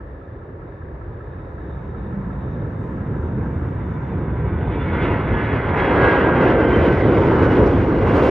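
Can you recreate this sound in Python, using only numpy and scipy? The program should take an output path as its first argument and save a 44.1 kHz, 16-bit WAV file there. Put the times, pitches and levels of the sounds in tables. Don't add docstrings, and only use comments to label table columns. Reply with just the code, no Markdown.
import sys
import numpy as np
from scipy import signal
from scipy.io import wavfile
from scipy.ndimage import uniform_filter1d

SR = 44100
rng = np.random.default_rng(int(sys.argv[2]) if len(sys.argv) > 2 else 0)


def output_pcm(signal):
    pcm = np.clip(np.atleast_2d(signal).T, -1, 1) * 32767
    wavfile.write(sys.argv[1], SR, np.round(pcm).astype(np.int16))


N = 366030
FRAMES, BINS = N // 256 + 5, np.fft.rfftfreq(1024, 1 / SR)
TIMES, CLOCK = np.arange(FRAMES) * 256 / SR, np.arange(N) / SR

# frequency in Hz, relative density in dB per Hz.
FIELD_COLOUR = [(100, -36), (340, -9), (430, -22), (535, 3.5), (590, -14), (640, -9), (1300, -9),
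                (1500, -19), (1750, -17), (2000, -28.5), (2600, -35.5), (3450, -45), (8000, -63),
                (15000, -72)]
# time in seconds, level in dB.
FIELD_LEVEL = [(0, -45.5), (1, -45), (2, -41.5), (3, -41.5), (4, -41), (5, -51.5), (8.3, -34)]
# time in seconds, level in dB.
HISS_LEVEL = [(.8, -100), (1.5, -88), (3, -80), (4.1, -79.5), (4.6, -92)]
# frequency in Hz, correlation.
FIELD_SAME = [(300, 0.25), (1200, -0.35), (4000, 0.81), (9000, .6)]
# frequency in Hz, left minus right in dB.
FIELD_TILT = [(700, -1.0), (1300, -5.5), (1950, 11.0), (3000, -0.5)]

# time in seconds, cycles per second.
KNOCK_PACE = [(.012, 4.75), (2.2, 5.65), (4.4, 6.97)]
# time in seconds, relative peak in dB.
KNOCK_LEVEL = [(0, -41.5), (1.0, -40.5), (1.3, -39.5), (2.6, -37), (4.0, -39), (4.4, -47)]
# relative dB, scaled by each mode's share.
CYLINDER_PATTERN = [3.5, -18.5, -11.5, -16, -10, -18.5]
# frequency in Hz, relative level in dB, 60 dB decay in seconds,
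# left minus right in dB, share of the cylinder pattern.
BLOCK_MODES = [(1315, 3, 0.062, -24.5, 0.96), (1090, -7, 0.024, -7, 0.96), (917, -5, 0.033, -4, 0.9),
               (1620, -4.5, 0.035, 5, .3), (1727, -6, 0.038, 8, 0.27)]

# frequency in Hz, relative density in dB per Hz.
RUMBLE_COLOUR = [(15, -14), (41, 2), (65, 9.5), (80, 6.5), (113, 4.5), (150, 1), (192, -2.5), (300, -12),
                 (600, -48), (2000, -120)]
ROAR_COLOUR = [(40, -73), (120, -24), (220, -1.5), (350, 3), (529, -2), (700, -14.5), (1200, -54),
               (3000, -120)]
SHEAR_COLOUR = [(200, -59), (500, -12), (700, 0.5), (800, -1.5), (960, 1), (1250, -6.5), (1600, -5.5),
                (4000, -100)]
RUSH_COLOUR = [(300, -60), (900, -7), (1390, -3), (1580, -2), (1750, -1.5), (2050, 0), (2400, -6),
               (2600, -6.5), (3450, -12), (4500, -20.5), (6000, -21.5), (8000, -27.5), (9000, -30),
               (12000, -29), (15000, -45.5)]
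# time in seconds, rumble in dB, roar in dB, shear in dB,
# the last two ahead of their share of the swells.
EXHAUST_LEVEL = [(0, -35.5, -42, -57.5), (1.5, -30, -40, -49.5), (2.4, -25.5, -37, -45),
                 (2.9, -25, -35, -45.5), (3.4, -21, -32.5, -41), (3.9, -24.5, -36.5, -42.5),
                 (4.3, -20.5, -31.5, -39.5), (5.1, -20, -24.5, -32.5), (5.55, -21, -25.5, -30),
                 (6.05, -20.5, -18, -21.5), (6.6, -20, -15.5, -25), (7.0, -18.5, -17, -28.5),
                 (7.4, -17, -15.5, -23.5), (7.9, -17.5, -16, -27.5), (8.3, -16.5, -15.5, -24)]
# time in seconds, level in dB.
RUSH_LEVEL = [(0, -67.5), (3.9, -47.5), (4.55, -41.5), (4.8, -36), (5.05, -27), (5.25, -32), (5.42, -29),
              (5.65, -30.5), (5.76, -28), (5.8, -24.5), (5.93, -25.5), (6.05, -22), (6.2, -24.5),
              (6.33, -28.5), (6.45, -24.5), (6.6, -30), (6.85, -27.5), (7.05, -31.5), (7.2, -31),
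              (7.58, -32), (7.9, -35.5), (8.03, -34.5), (8.15, -30.5), (8.3, -28.5)]
# time in seconds, strength in dB ahead of the frequency curve.
AIR_LOSS = [(0, 7), (4.45, 13.5), (4.72, 10.5), (4.95, 13.5), (5.7, 10.5), (5.8, 11), (6.2, 10.5), (7.2, 6),
            (8.3, 4)]
# time in seconds, frequency factor.
RUMBLE_REACH = [(0, 0.75), (1.5, 0.77), (2.5, 1.07), (3.7, 1.35), (5, 0.9), (6.5, 1.16), (8.3, 0.81)]
ROAR_SHIFT = [(0, 1.035), (5.0, 0.98), (6.1, 1.047), (6.8, 1.02), (7.4, 1.03), (7.9, 0.88), (8.1, 0.96),
              (8.3, 1.09)]
# frequency in Hz, rms depth in dB.
PATCH_DEPTH = [(60, 0.2), (400, 1.26), (2000, 1.1)]

# multiple of the shaft, relative level in dB.
BUZZ_LINES = [(9, 3), (10, 5), (11, -2), (13, 1), (14, 2), (15, 2.5), (16, 4), (17, 2.5), (19, 1.5),
              (20, 2.5), (21, 0), (22, 5), (23, 6), (24, 5), (25, 0.5), (26, 2.5), (27, 2), (28, 2),
              (29, 5.5), (30, 3.5), (31, 4), (32, 2.5), (34, 6.5), (38, 4.5), (40, 4.5)]
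# time in seconds, relative level in dB.
INTAKE_LEVEL = [(0, -15), (2.8, -9), (3.9, 0), (5.3, 0), (5.9, -2), (6.8, -4), (8.3, -11)]
# time in seconds, relative level in dB.
LOW_INTAKE_LEVEL = [(0, -7), (2.2, 0), (4.3, -1), (5.1, -2), (5.9, -7), (8.3, -12)]
# time in seconds, level in dB.
WHINE_LEVEL = [(3.6, -77.5), (4.7, -58), (5.0, -45.5), (5.22, -47), (5.42, -32.5), (5.55, -43), (5.7, -45),
               (5.8, -27), (5.92, -46), (5.98, -25), (6.08, -23), (6.18, -25.5), (6.22, -42), (6.27, -27),
               (6.4, -36), (6.44, -34.5), (6.74, -31.5), (6.82, -39), (6.87, -32.5), (7.0, -37.5),
               (7.06, -43), (7.16, -37), (7.3, -43), (8.3, -57)]
# time in seconds, level in dB.
OCTAVE_LEVEL = [(3.2, -83), (4.3, -71), (4.72, -68), (4.8, -52), (4.86, -59), (4.92, -55), (4.98, -58),
                (5.03, -44), (5.1, -57), (5.15, -61), (5.45, -53.5), (5.77, -60), (5.86, -41.5),
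                (5.95, -52), (6.03, -52), (6.18, -48.5), (6.3, -57), (6.38, -46.5), (6.58, -61),
                (6.66, -46), (6.7, -59), (6.74, -38.5), (6.82, -51), (6.9, -46), (6.98, -68), (7.05, -50),
                (7.2, -55), (7.5, -47.5), (7.8, -59), (8.05, -54), (8.25, -44)]
# time in seconds, level in dB.
HAZE_LEVEL = [(0, -84), (1.2, -83), (1.5, -73.5), (2.6, -73.5), (3.0, -78.5), (4.4, -78), (4.7, -72),
              (5.0, -100)]

# frequency in Hz, correlation.
JET_SAME = [(60, 1), (340, 1), (530, 1), (810, 0.86), (1150, 0.93), (1500, 0.85), (1750, 0.86),
            (2100, 0.99), (3000, 0.92), (5000, 1), (8000, 0.17)]
# frequency in Hz, radians by which left leads.
JET_LEAD = [(40, -0.04), (250, -0.13), (430, -0.12), (1210, -0.5), (1460, 0.51), (1720, -1.63),
            (1980, -0.36), (2240, 0.56), (3190, 0.5)]
# frequency in Hz, left minus right in dB.
JET_TILT = [(60, 0.5), (130, -1.5), (290, -0.5), (630, 0), (1370, -1.5), (3000, -0.5)]

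FAN_TURNS, ABREAST_S, SPEED, PUSH = 83.12, 7.223, 114.09, 6.143
NEAREST_M, SOUND_SPEED = 465.4, 343
BLADES, LOW_TOP = 18, 10
DRONE_ORDER, DRONE_DB = 4, -52
HUM_HZ, HUM_DB, HUM_START_S, HUM_END_S = 197, -32.5, 1.98, 2.39
HUM_RISE, HUM_FALL = 0.004, .004
ROAR_SHARE, SHEAR_SHARE, LOSS_SHARE = 0.46, 0.4, 0.38
SWELL_S = 1
BASS_HZ, EDGE_HZ = 48.7, 14800


def gain_of(db):
    return 10 ** (np.asarray(db) / 20)


def evened(x):
    return x / np.sqrt(np.mean(abs(x) ** 2) + 1e-20)


def read(points, hz):
    f, value = np.transpose(points)
    return np.interp(np.log(hz + 1), np.log(f + 1), value)


def follow(rows, t):
    s, *columns = np.transpose(rows)
    return [np.interp(t, s, c) for c in columns]


def drift(hz):
    return evened(sum(np.sin(2 * np.pi * (f * TIMES + rng.random())) / np.sqrt(f)
                      for f in np.geomspace(hz / 10, hz, 20)))


def drift_by_sample(hz):
    return np.interp(CLOCK, TIMES, drift(hz))


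def static():
    a, b = rng.standard_normal((FRAMES, len(BINS), 2)).T
    return (a + 1j * b) * np.sqrt(3 / 2 / len(BINS))


def spectra(x):
    padded = np.pad(x, (0, 2048), "reflect")
    return signal.stft(padded, nperseg=1024, noverlap=768)[2][:, :FRAMES]


def waves(z):
    return signal.istft(z, nperseg=1024, noverlap=768)[1][..., :N]


def tone(hz, flicker_db, flicker_hz):
    shake = gain_of(flicker_db * drift_by_sample(flicker_hz))
    turns = np.cumsum(hz) / SR + rng.random()
    return np.sqrt(2) * evened(shake) * np.sin(2 * np.pi * turns)


def airfield():
    wash_db = follow(FIELD_LEVEL, TIMES)[0] + 0.53 * drift(5.7)
    wash = evened(gain_of(read(FIELD_COLOUR, BINS)))[:, None] * gain_of(wash_db)
    bands = sum(np.exp(-.5 * ((BINS[:, None] - hz) / 450) ** 2) * gain_of(2.5 * drift(12))
                for hz in (5500, 6400, 7700))
    hiss = evened(bands) * gain_of(follow(HISS_LEVEL, TIMES)[0])
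    colour = np.hypot(wash, hiss)
    same = np.clip(read(FIELD_SAME, BINS), -1, 1)[:, None]
    right, other = static(), static()
    tilt = gain_of(read(FIELD_TILT, BINS))[:, None]
    left = tilt * (same * right + np.sqrt(1 - same ** 2) * other)
    return waves(colour * np.array([left, right]))


def knocking():
    running = CLOCK[(CLOCK >= KNOCK_PACE[0][0]) & (CLOCK < KNOCK_PACE[-1][0])]
    turns = np.cumsum(follow(KNOCK_PACE, running)[0]) / SR
    starts = np.interp(np.arange(int(turns[-1]) + 1), turns, running)
    cycle_s = np.gradient(starts)
    hard_db = follow(KNOCK_LEVEL, starts)[0] + 1.4 * rng.standard_normal(len(starts))
    blows, out = np.zeros(N), np.zeros((2, N))
    t = np.arange(4000) / SR
    swell = np.sin(np.pi / 2 * np.minimum(t / .014, 1)) ** 2
    for hz, mode_db, t60, left_db, share in BLOCK_MODES:
        uneven_db = 3.5 * rng.standard_normal((len(starts), len(CYLINDER_PATTERN)))
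        for k, soft_db in enumerate(CYLINDER_PATTERN):
            at = np.int_((starts + k / len(CYLINDER_PATTERN) * cycle_s) * SR)
            blows[at] = gain_of(hard_db + share * soft_db + uneven_db[:, k] * (k > 0))
        ring = swell * gain_of(mode_db + 7.0 - 60 * t / t60) * np.sin(2 * np.pi * hz * t)
        rung = signal.oaconvolve(blows, ring)[550:N + 550]
        out += gain_of([[left_db], [0]]) * rung
    return out


def shaft_heard(t):
    since = t - ABREAST_S
    along = SPEED * since + PUSH * since ** 2 / 2
    receding = (SPEED + PUSH * since) * along / np.hypot(along, NEAREST_M)
    return FAN_TURNS / (1 + receding / SOUND_SPEED)


def swells():
    rush_db = follow(RUSH_LEVEL, TIMES)[0]
    return rush_db - uniform_filter1d(rush_db, round(SWELL_S / TIMES[1]), mode="nearest")


def jet_colour():
    rumble_db, roar_db, shear_db = follow(EXHAUST_LEVEL, TIMES)
    swell_db = swells()
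    rush_db = follow(RUSH_LEVEL, TIMES)[0]
    loss_db = follow(AIR_LOSS, TIMES)[0] - LOSS_SHARE * swell_db
    air_db = -loss_db * (4.14 * np.tanh((BINS[:, None] / 4000) ** 1.5 / 2.29) - .35)
    gusts_db = 1.05 * drift(75) * np.clip(BINS / 3000, 0, 1.5)[:, None]
    patches = rng.standard_normal((FRAMES, len(BINS))).T
    patches = uniform_filter1d(patches, 14, 0)
    patches = evened(uniform_filter1d(patches, 12, 1))
    layers = []
    for shape, factor, db in (
            (RUMBLE_COLOUR, RUMBLE_REACH, rumble_db),
            (ROAR_COLOUR, ROAR_SHIFT, roar_db + ROAR_SHARE * swell_db)):
        low = gain_of(read(shape, BINS[:, None] / follow(factor, TIMES)[0]))
        layers.append(low / np.sqrt((low ** 2).mean(0)) * gain_of(db))
    for shape, db in (
            (SHEAR_COLOUR, shear_db + SHEAR_SHARE * swell_db + gusts_db),
            (RUSH_COLOUR, rush_db + air_db + gusts_db)):
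        layers.append(evened(gain_of(read(shape, BINS)))[:, None] * gain_of(db))
    patch_gain = gain_of(read(PATCH_DEPTH, BINS)[:, None] * patches)
    return np.sqrt(sum(layer ** 2 for layer in layers)) * patch_gain


def hazy_whine():
    centre = 1.01 * 2 * BLADES * shaft_heard(TIMES)
    band = np.exp(-.5 * ((BINS[:, None] - centre) / 125) ** 2)
    level_db = follow(HAZE_LEVEL, TIMES)[0] + 2.6 * drift(14)
    return band / np.sqrt((band ** 2).mean(0)) * gain_of(level_db)


def buzz(shaft):
    twin = 1.002 * shaft
    low_db, high_db = follow(LOW_INTAKE_LEVEL, CLOCK)[0], follow(INTAKE_LEVEL, CLOCK)[0]
    out = np.zeros(N)
    for k, db in BUZZ_LINES:
        intake_db = low_db if k <= LOW_TOP else high_db
        both = tone(k * shaft, 4.5, 25) + gain_of(-4) * tone(k * twin, 4.5, 25)
        out += gain_of(-30.5 + db + intake_db) * both
    return out


def whine(shaft):
    outside = np.maximum((HUM_START_S - CLOCK) / HUM_RISE, (CLOCK - HUM_END_S) / HUM_FALL)
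    hum_db = HUM_DB - np.maximum(outside, 0)
    waver = shaft * (1 + .003 * drift_by_sample(50))
    first = tone(BLADES * waver, 1.5, 40)
    octave = tone(2 * BLADES * waver, 3.5, 70)
    hum = tone(HUM_HZ + 2.5 * drift_by_sample(15), 1.5, 25)
    drone = tone(DRONE_ORDER * shaft, 1.9, 8.6)
    first_db, octave_db = (follow([(2.8, -110)] + list(rows), CLOCK)[0]
                           for rows in (WHINE_LEVEL, OCTAVE_LEVEL))
    return (gain_of(first_db) * first + gain_of(octave_db) * octave
            + gain_of(hum_db) * hum + gain_of(DRONE_DB) * drone)


def airliner():
    shaft = shaft_heard(CLOCK)
    colour, haze, tones = jet_colour(), hazy_whine(), spectra(whine(shaft))
    same = np.clip(read(JET_SAME, BINS), 0, 1)[:, None]
    shaken = shaft * (1 + .002 * drift_by_sample(25))
    direct, lines, scattered = static(), spectra(buzz(shaken)), static()
    right_noise = same * direct + np.sqrt(1 - same ** 2) * scattered
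    left = colour * (direct + lines) + haze * direct + tones
    right = colour * lines + tones + (colour + haze) * right_noise
    port = (gain_of(read(JET_TILT, BINS) / 2) * np.exp(.5j * read(JET_LEAD, BINS)))[:, None]
    return waves(np.array([left * port, right / port]))


def scene():
    return airliner() + airfield() + knocking()


def record(dry):
    bass_cut = signal.butter(5, BASS_HZ, "highpass", fs=SR, output="sos")
    thin = signal.sosfilt(bass_cut, dry)
    thin = thin * np.minimum(np.minimum(CLOCK, CLOCK[::-1]) / .004, 1)
    thin = np.pad(thin, ((0, 0), (255, 255)), "reflect")
    band_limit = signal.firwin(511, EDGE_HZ, window=("kaiser", 9), fs=SR)
    return signal.oaconvolve(thin, band_limit[None], "valid", axes=1)


dry = scene()
out = record(dry)
output_pcm(out)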